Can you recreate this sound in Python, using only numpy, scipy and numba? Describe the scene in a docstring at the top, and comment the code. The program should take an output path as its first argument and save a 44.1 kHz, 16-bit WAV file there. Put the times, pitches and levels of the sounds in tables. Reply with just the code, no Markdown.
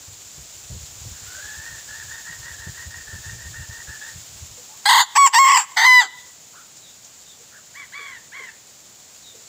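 """A small garden pen, where a bantam rooster crows once, in four notes, close to a phone.
Two flapping membranes make his voice, and it rings in his windpipe, mouth and beak.
Before and after, a fowl further off whines and clucks softly; a small bird chirps and dry leaves tick.
Insects hiss, a breeze bumps the microphone, and the phone turns it all down during the crow."""
import sys
import numpy as np
from scipy import signal
from scipy.fft import rfft, irfft, next_fast_len
from scipy.io import wavfile
from scipy.ndimage import uniform_filter1d, minimum_filter1d, map_coordinates
from numba import njit

SR = 44100
rng = np.random.default_rng(int(sys.argv[2]) if len(sys.argv) > 2 else 0)


def dump_mix(stems):
    """Bounce the given channels to the path in sys.argv[1] as a 16-bit WAV at rate SR."""
    frames = np.atleast_2d(stems).T  # one column per channel
    limited = np.clip(frames, -1, 1)  # hard clip at full scale
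    pcm = np.round(limited * 32767).astype(np.int16)
    wavfile.write(sys.argv[1], SR, pcm)


N = 418068
T = np.arange(N) / SR


def undb(db):
    """Turn decibels into a number to multiply by."""
    return 10 ** (np.asarray(db) / 20)


def unit(x):
    """Scale a sound to an average (rms) level of 1."""
    return x / np.sqrt(np.mean(x ** 2) + 1e-18)


def colour(x, points):
    """Filter a sound along a curve of (frequency [Hz], gain [dB]) points."""
    size = next_fast_len(len(x) + 4096)
    size += size % 2
    hz, db = np.transpose(points)
    bin_hz = np.arange(size // 2 + 1) * SR / size
    gain = undb(np.interp(np.log(bin_hz + 1), np.log(hz), db))
    # make the filter ring only after a sound, never before it
    cepstrum = irfft(np.log(gain))
    cepstrum[1:size // 2] *= 2
    cepstrum[size // 2 + 1:] = 0
    return irfft(rfft(x, size) * np.exp(rfft(cepstrum)))[:len(x)]


def noise(points, size=N):
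    """Noise at level 1, filtered along the given curve."""
    return unit(colour(rng.standard_normal(size), points))


def wander(rate, size=N):
    """A smooth random wiggle, roughly 1 either way, that changes `rate` times a second."""
    return map_coordinates(rng.standard_normal(8192), [np.arange(size) * rate / SR], order=3, mode="wrap")


def step(t, width):
    """A smooth change from 0 to 1 around t = 0."""
    return .5 + .5 * np.tanh(t / width)


def add(out, start, sound):
    """Mix a sound in at `start` seconds."""
    i = max(int(start * SR), 0)
    out[i:i + len(sound)] += sound[:max(N - i, 0)]


def resonate(source, points):
    """Let a sound ring in a hollow space, and hold its level at 1."""
    sound = colour(source, points)
    return sound / np.sqrt(np.abs(uniform_filter1d(sound ** 2, size=600)) + 1e-12)


def insects_and_air(flicker_db, air_db):
    """A steady high hiss of insects over the low murmur of open air."""
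    # loudness of the insects: (time [s], level [dB])
    hiss_levels = [(0, -42), (1.4, -38), (3.1, -40), (4.0, -39.5), (4.8, -42), (6.6, -45.5), (8.5, -46.5),
                   (9.48, -44.5)]
    # tone of the insects and of the air: (frequency [Hz], gain [dB])
    hiss_tone = [(30, -64.5), (300, -16.5), (1000, -15), (2200, -14.5), (3500, -10), (5000, -8), (6000, -7),
                 (7150, 1), (7700, -4), (8400, -14), (10000, -19.5), (12000, -22.5), (14000, -18),
                 (15500, -13)]
    air_tone = [(15, -41.5), (35, -27), (60, -1.5), (125, 3.5), (330, -4), (680, -2), (1200, -8.5),
                (2500, -8.5), (5000, -49.5)]
    hiss = noise(hiss_tone) * undb(np.interp(T, *np.transpose(hiss_levels)) + flicker_db * wander(45))
    return hiss + noise(air_tone) * undb(air_db + .25 * wander(11))


def breeze(gust_db, thud_s):
    """Swirling air rumbles on the microphone; the strongest swirls land as soft thuds."""
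    # strength of the breeze, which dies before the crow: (time [s], level [dB])
    strength = [(0, -57), (.55, -55.5), (1.0, -43.5), (1.4, -49.5), (2.7, -48.5), (3.55, -39), (3.9, -59),
                (4.45, -47.5), (4.72, -68)]
    # tone of the rumble: (frequency [Hz], gain [dB])
    rumble_tone = [(15, -57), (35, -14), (60, 1), (85, 5.5), (120, 1.5), (185, -13), (260, -26), (600, -26),
                   (1000, -42), (2000, -86.5)]
    # bumps of air: (time [s], peak level [dB])
    bumps = [(0.074, -36.5), (0.373, -36), (0.697, -29), (0.74, -32.5), (0.823, -34.5), (1.044, -33),
             (1.108, -33), (1.567, -34), (1.709, -38), (2.035, -43), (2.287, -39), (2.59, -36),
             (2.665, -26.5), (3.122, -35), (3.257, -36), (3.316, -34), (3.509, -44), (3.59, -33),
             (3.684, -28.5), (3.878, -32.5), (4.154, -34)]
    swirls = unit(noise(rumble_tone) * undb(gust_db * wander(35)))
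    out = swirls * undb(np.interp(T, *np.transpose(strength), right=-90))
    t = T[:SR // 8]
    for start, peak_db in bumps:
        thud = noise(rumble_tone, len(t)) * t * np.exp(-t / thud_s)
        add(out, start, thud / np.abs(thud).max() * undb(peak_db))
    return out


def leaves(decay_s):
    """Dry leaves snap under the birds' feet in tiny bright cracks."""
    # each snap: (time [s], level [dB])
    ticks = [(1.8854, -49.5), (1.914, -54.5), (3.3049, -40), (3.3857, -47.5), (6.768, -40.5), (7.046, -42)]
    snap_tone = [(600, -10), (2500, 3), (7000, 28), (9000, 10), (15000, -28)]
    out, t = np.zeros(N), T[:SR // 10]
    for start, db in ticks:
        add(out, start, undb(db) * np.exp(-t / decay_s) * noise(snap_tone, len(t)))
    return out


def yard_echo(x, near_db, near_s, far_db, far_fade_s):
    """Sound bounces quickly off ground and fence, then faintly off the trees."""
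    t = T[:SR]
    tree_tone = [(300, -9.5), (1000, -2.5), (2150, -1.5), (2700, -4),
                 (3500, 4.5), (5000, -10), (8000, -7), (15000, -3.5)]
    near = rng.standard_normal(len(t)) * np.exp(-t / near_s) * (t > .003)
    far = noise(tree_tone, len(t)) * undb(-60 * t / far_fade_s) * (t > .02)
    echo = (undb(near_db) * unit(near) + undb(far_db) * unit(far)) / np.sqrt(len(t))
    return x + signal.fftconvolve(x, echo)[:N]


def peeps(calls, waver):
    """Short, soft calls, each one wavering tone that slides in pitch."""
    out = np.zeros(N)
    for start, length, from_hz, to_hz, db in calls:
        size = int(length * SR)
        hz = np.linspace(from_hz, to_hz, size) * (1 + waver * wander(330, size))
        tone = np.sin(2 * np.pi * np.cumsum(hz) / SR)
        add(out, start, undb(db) * unit(tone * np.sin(np.linspace(0, np.pi, size))))
    return out


def small_bird():
    """A small bird in the trees gives high, falling chirps."""
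    # each chirp: (time [s], length [s], start pitch [Hz], end pitch [Hz], level [dB])
    chirps = [(6.11, .14, 3880, 3400, -56.5), (6.80, 0.13, 3930, 3590, -54.5),
              (7.25, 0.11, 3860, 3440, -54), (9.22, 0.12, 4020, 3530, -50.5)]
    return peeps(chirps, waver=.04)


def fowl_clucks():
    """The other fowl clucks and grunts softly."""
    # each cluck: (time [s], length [s], start pitch [Hz], end pitch [Hz], level [dB])
    clucks = [(1.08, 0.23, 1530, 1724, -57), (1.37, 0.036, 504, 670, -53.5), (4.57, 0.044, 570, 474, -52.5),
              (4.67, 0.11, 736, 1033, -55.5), (6.025, 0.049, 620.5, 221, -46.5),
              (6.52, 0.12, 1290, 1368, -51.5), (7.39, 0.043, 515, 464, -57), (7.51, 0.101, 1576, 1480, -52),
              (7.985, 0.036, 593, 386, -54.5), (8.39, 0.037, 635, 350, -50.5), (9.34, 0.028, 562, 427, -52)]
    return peeps(clucks, waver=.12)


def voice_box(hz, rough, jitter, jitter_rate, shimmer_db, half_db, slack_db, waver_db, rasp):
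    """Two membranes flap in a bird's breath; roughness shakes their pitch (jitter) and level (shimmer)."""
    size = len(hz)
    # each upper overtone slowly swells and fades on its own
    weights = [undb(waver_db * (k > 2) * wander(9, size)) for k in range(1, 19)]

    def membrane(hz):
        """One membrane chops the breath into pulses."""
        stray = jitter * rough * (wander(jitter_rate, size) + .7 * wander(5 * jitter_rate, size))
        phase = 2 * np.pi * np.cumsum(hz * (1 + stray)) / SR
        pulses = sum(w * np.cos(k * phase) * (k * hz < SR / 2) for k, w in enumerate(weights, 1))
        # every other flap differs, which adds tones halfway between the overtones
        pulses *= 1 + undb(half_db) * np.cos(phase / 2)
        pulses *= undb(shimmer_db * rough * wander(400, size))
        # air tears through once a flap
        return pulses + rasp * (rough + .02) * (1 + np.cos(phase)) * rng.standard_normal(size)

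    tight_hz = hz * (1 + .03 * rough)
    # the tight and the slack membrane take turns, about 45 times a second: the rattle
    turns = np.cumsum(45 * (1 + .4 * wander(40, size))) / SR
    tight = undb(7 * rough * np.sin(2 * np.pi * turns))
    slack = undb(slack_db) * rough / tight
    return (tight * membrane(tight_hz) + slack * membrane(.86 * tight_hz)) / np.hypot(tight, slack)


def nasal_notes(calls, rises, throat, scoop, sag, rough, flutter_db):
    """Thin notes that scoop up to their pitch and sag; a slow rise starts lower and more softly."""
    out = np.zeros(N)
    for (start, length, top_hz, db), rise_s in zip(calls, rises):
        t = np.arange(0, length, 1 / SR)
        climb = np.minimum(t / rise_s, 1)
        hz = top_hz * (1 - scoop * np.sqrt(rise_s) * (1 - climb) ** 2) * (1 - sag * (t / length) ** 3)
        fade_in = np.minimum(climb / .3, 1) * (.6 + .4 * climb)
        fade_out = np.clip((length - t) / .036, 0, 1) * (1 - .5 * (t / length) ** 2)
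        buzz = voice_box(hz, rough, jitter=.055, jitter_rate=260, shimmer_db=6,
                         half_db=-20, slack_db=-10, waver_db=3, rasp=1.3)
        level = undb(db + flutter_db * wander(163.6, len(t)))
        add(out, start, resonate(buzz, throat) * fade_in * fade_out * level)
    return out


def fowl_whines():
    """The other fowl pleads before the crow and whines higher after it."""
    # its notes: (time [s], length [s], top pitch [Hz], level [dB])
    pleads = [(1.222, 0.61, 913, -38.5), (1.866, 0.2, 890, -39.5), (2.074, .16, 901, -37),
              (2.238, 0.15, 928, -38.5), (2.409, .16, 927, -39), (2.576, 0.15, 895, -40),
              (2.738, 0.15, 939, -41), (2.896, 0.15, 931, -40.5), (3.058, 0.15, 893, -40),
              (3.223, .14, 910, -40), (3.376, 0.13, 921, -41), (3.527, 0.15, 905, -39),
              (3.695, 0.15, 923, -39.5), (3.866, 0.13, 875, -39.5), (4.005, 0.14, 891, -40)]
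    whines = [(7.738, 0.13, 1157, -37), (7.918, .29, 1133, -36.5), (8.315, 0.21, 1075, -37)]
    # how its throat shapes each kind: (frequency [Hz], gain [dB])
    plead_throat = [(500, -32), (900, -18), (1400, 0), (1850, 1.5), (2350, -21), (3600, -18), (5000, -35),
                    (9000, -48)]
    whine_throat = [(500, -25), (1080, -14), (1600, 3), (2250, -2.5), (2750, -16.5), (3500, -14),
                    (4500, -21.5), (5600, -36), (9000, -58)]
    # longer pleads spend more of their length rising; one of 0.7 s would rise all the way
    plead_rises = [length * (length / .7) ** .65 for _, length, _, _ in pleads]
    whine_rises = [.05] * len(whines)
    pleading = nasal_notes(pleads, plead_rises, plead_throat, scoop=.39, sag=.035, rough=.5, flutter_db=3)
    whining = nasal_notes(whines, whine_rises, whine_throat, scoop=1.7, sag=.28, rough=.42, flutter_db=2)
    return pleading + whining


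def beak_ring(buzz, fall):
    """The beak adds a high ring that drifts downward during a note."""
    # the ring: (frequency [Hz], gain [dB])
    beak_tone = [(3000, -57.5), (6200, -20.5), (7050, -4.5), (7650, 6), (8400, -20), (9300, -33),
                 (14000, -62.5)]
    above, below = (resonate(buzz, np.array(beak_tone) * [1 + shift, 1]) for shift in (fall, -fall))
    blend = np.linspace(0, 1, len(buzz))
    return (1 - blend) * above + blend * below


def crow_note(note, windpipe):
    """A note starts low and rasping, settles, breaks up to its top pitch, frays and collapses."""
    # ring of the open mouth: (frequency [Hz], gain [dB])
    mouth_tone = [(500, -64), (1250, -26.5), (1750, 3.5), (2050, 20.5), (2250, 0), (2700, -48),
                  (5000, -66.5)]
    (_, attack_s, settle_s, break_s, let_go_s, release_s, fray_lead_s, fraying_s, frayed_rough,
     low_hz, top_hz, sag, level_db, swell_db, low_db, mouth_db, beak_db, beak_fall, slack_db) = note
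    t = np.arange(0, let_go_s + release_s, 1 / SR)
    since_fray = np.maximum(t - let_go_s + fray_lead_s, 0)
    since_let_go = np.maximum(t - let_go_s, 0)
    # progress through each stage of the note, 0-1
    climbed = np.minimum(t / break_s, 1)
    high = step(t - break_s, .0034)
    held = np.clip((t - break_s) / (let_go_s - break_s), 0, 1)
    frayed = np.minimum(since_fray / fraying_s, 1)
    released = since_let_go / release_s
    closed = np.minimum(since_let_go / .02, 1)
    # rough at the start, in the low voice, at the break and again as the voice frays
    onset = .88 * np.sqrt(np.maximum(1 - t / settle_s, 0))
    crack = .25 * np.exp(-((t - break_s) / .008) ** 2)
    rough = np.maximum.reduce([onset, .1 * (1 - high), crack, frayed_rough * np.sqrt(frayed)])
    rough += .022 + .4 * released
    # the pitch climbs, jumps and sags, wobbles as it frays, and collapses when the bird lets go
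    climb, wobble, wobble_hz, collapse, collapse_s = .14, .09, 32, .27, .032
    hz = (1 - high) * low_hz * (1 + climb * climbed) + high * top_hz * (1 - sag * held ** 3.6)
    hz *= 1 - wobble * frayed * np.sin(np.pi * wobble_hz * since_fray) ** 2
    hz *= 1 - collapse * (1 - np.exp(-since_let_go / collapse_s))
    # the low voice grows louder towards the break; the release fades slowly at first
    db = level_db + (1 - high) * (low_db + 6.5 * (climbed - .5)) + swell_db * (held - .5)
    db -= 33 * released ** 1.3
    # roughness pulls the mouth ring towards -6.5 dB; it dies as the bird lets go
    mouth = undb(mouth_db + .6 * rough * (-6.5 - mouth_db) - 14 * closed)
    # the beak rings more in a rough voice and as it closes
    beak = undb(beak_db + 3 * rough + 10 * step(t - let_go_s, .014))
    buzz = voice_box(hz, rough, jitter=.048, jitter_rate=190, shimmer_db=3.3,
                     half_db=-19, slack_db=slack_db, waver_db=3.5, rasp=2)
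    voice = resonate(buzz, windpipe) + mouth * resonate(buzz, mouth_tone)
    voice += beak * beak_ring(buzz, beak_fall)
    return voice * undb(db) * np.minimum(t / attack_s, 1) ** 2


def rooster():
    """Four forced notes, shaped by the windpipe as the neck stretches."""
    # the notes; settle, break and let-go count from the note's start, fray lead back from let-go:
    # (time [s], attack [s], settle [s], break [s], let-go [s], release [s], fray lead [s],
    #  fraying time [s], frayed roughness [0-1], low pitch [Hz], top pitch [Hz], sag [0-1], level [dB],
    #  swell [dB], low voice [dB], mouth ring [dB], beak ring [dB], beak fall [0-1], slack membrane [dB])
    notes = [(4.852, 0.0063, 0.017, 0.041, 0.16, 0.041, .123, 0.01, 0.67, 760.7, 1035, 0.04, -3, -0.5, -8.5, -8.5, -14.5, 0.07, -4.5),
             (5.149, 0.014, 0.027, .027, .117, .028, 0.0089, 0.015, 0.44, 812.3, 1123, .06, -0.5, 5.5, -6.5, -17.5, -8.5, .02, -2),
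             (5.320, .026, 0.044, .065, 0.25, 0.079, .133, .075, .58, 833, 1086, 0.03, -1.5, -4.5, -6, -9.5, -10.5, 0.02, -6),
             (5.761, 0.013, 0.12, 0.085, .240, 0.077, .001, 0.07, 0.6, 808.4, 1008, 0.03, -5, 1.5, -7, 5.5, -18, .02, -5)]
    # the windpipe in the first, the two middle and the last note: (frequency [Hz], gain [dB])
    first = [(150, -56), (580, -21), (800, 1.5), (1100, 8), (1330, -3), (1580, 3.5), (2450, -25.5),
             (3200, 1), (4600, 0), (5500, -28), (6700, -11.5), (9200, -24), (10200, -21.5), (12000, -27.5),
             (14000, -21.5)]
    middle = [(150, -67), (620, -42.5), (850, -5), (1120, 6.5), (1350, -11), (2150, -11.5), (2800, -10),
              (4050, -27.5), (4550, -14.5), (6200, -13.5), (9200, -33), (11000, -36.5), (14500, -30)]
    last = [(150, -56.5), (560, -20), (800, 5.5), (1250, 5), (1600, 3.5), (2000, -4), (2550, -22),
            (3100, -4.5), (4850, -1), (5500, -27), (6200, -1), (7400, -49), (8800, -22), (11800, -28),
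            (14000, -22)]
    out = np.zeros(N)
    for note, windpipe in zip(notes, (first, middle, middle, last)):
        add(out, note[0], crow_note(note, windpipe))
    return out


def scene():
    """The rooster close by; the other birds further off, with more echo in their sound."""
    crow = yard_echo(rooster(), near_db=-20, near_s=.018, far_db=-29, far_fade_s=.52)
    birds = fowl_whines() + fowl_clucks() + small_bird()
    birds = yard_echo(birds, near_db=-8, near_s=.035, far_db=-16, far_fade_s=.4)
    background = breeze(gust_db=7, thud_s=.011) + leaves(decay_s=.016)
    background += insects_and_air(flicker_db=.74, air_db=-57.5)
    return (crow + birds + background)[None]


@njit
def gain_control(x, threshold, attack_s, release_s):
    """Turn the volume down quickly while the output is loud, and let it back up slowly."""
    y, level = np.empty(len(x)), 0.
    for i in range(len(x)):
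        y[i] = x[i] / max(1., level / threshold)
        level += (abs(y[i]) - level) / (SR * (attack_s if abs(y[i]) > level else release_s))
    return y


def record(dry):
    """The phone evens out the volume, eases down ahead of big peaks and cuts the highest treble."""
    evened = gain_control(dry[0], threshold=.16, attack_s=.004, release_s=.12)
    safe_gain = np.minimum(1, .87 / (np.abs(evened) + 1e-9))
    limited = evened * uniform_filter1d(minimum_filter1d(safe_gain, size=221), size=221)
    treble_cut = signal.ellip(12, .2, 80, 15550, fs=SR, output="sos")
    return signal.sosfilt(treble_cut, limited)[None]


dry = scene()
out = record(dry)
dump_mix(out)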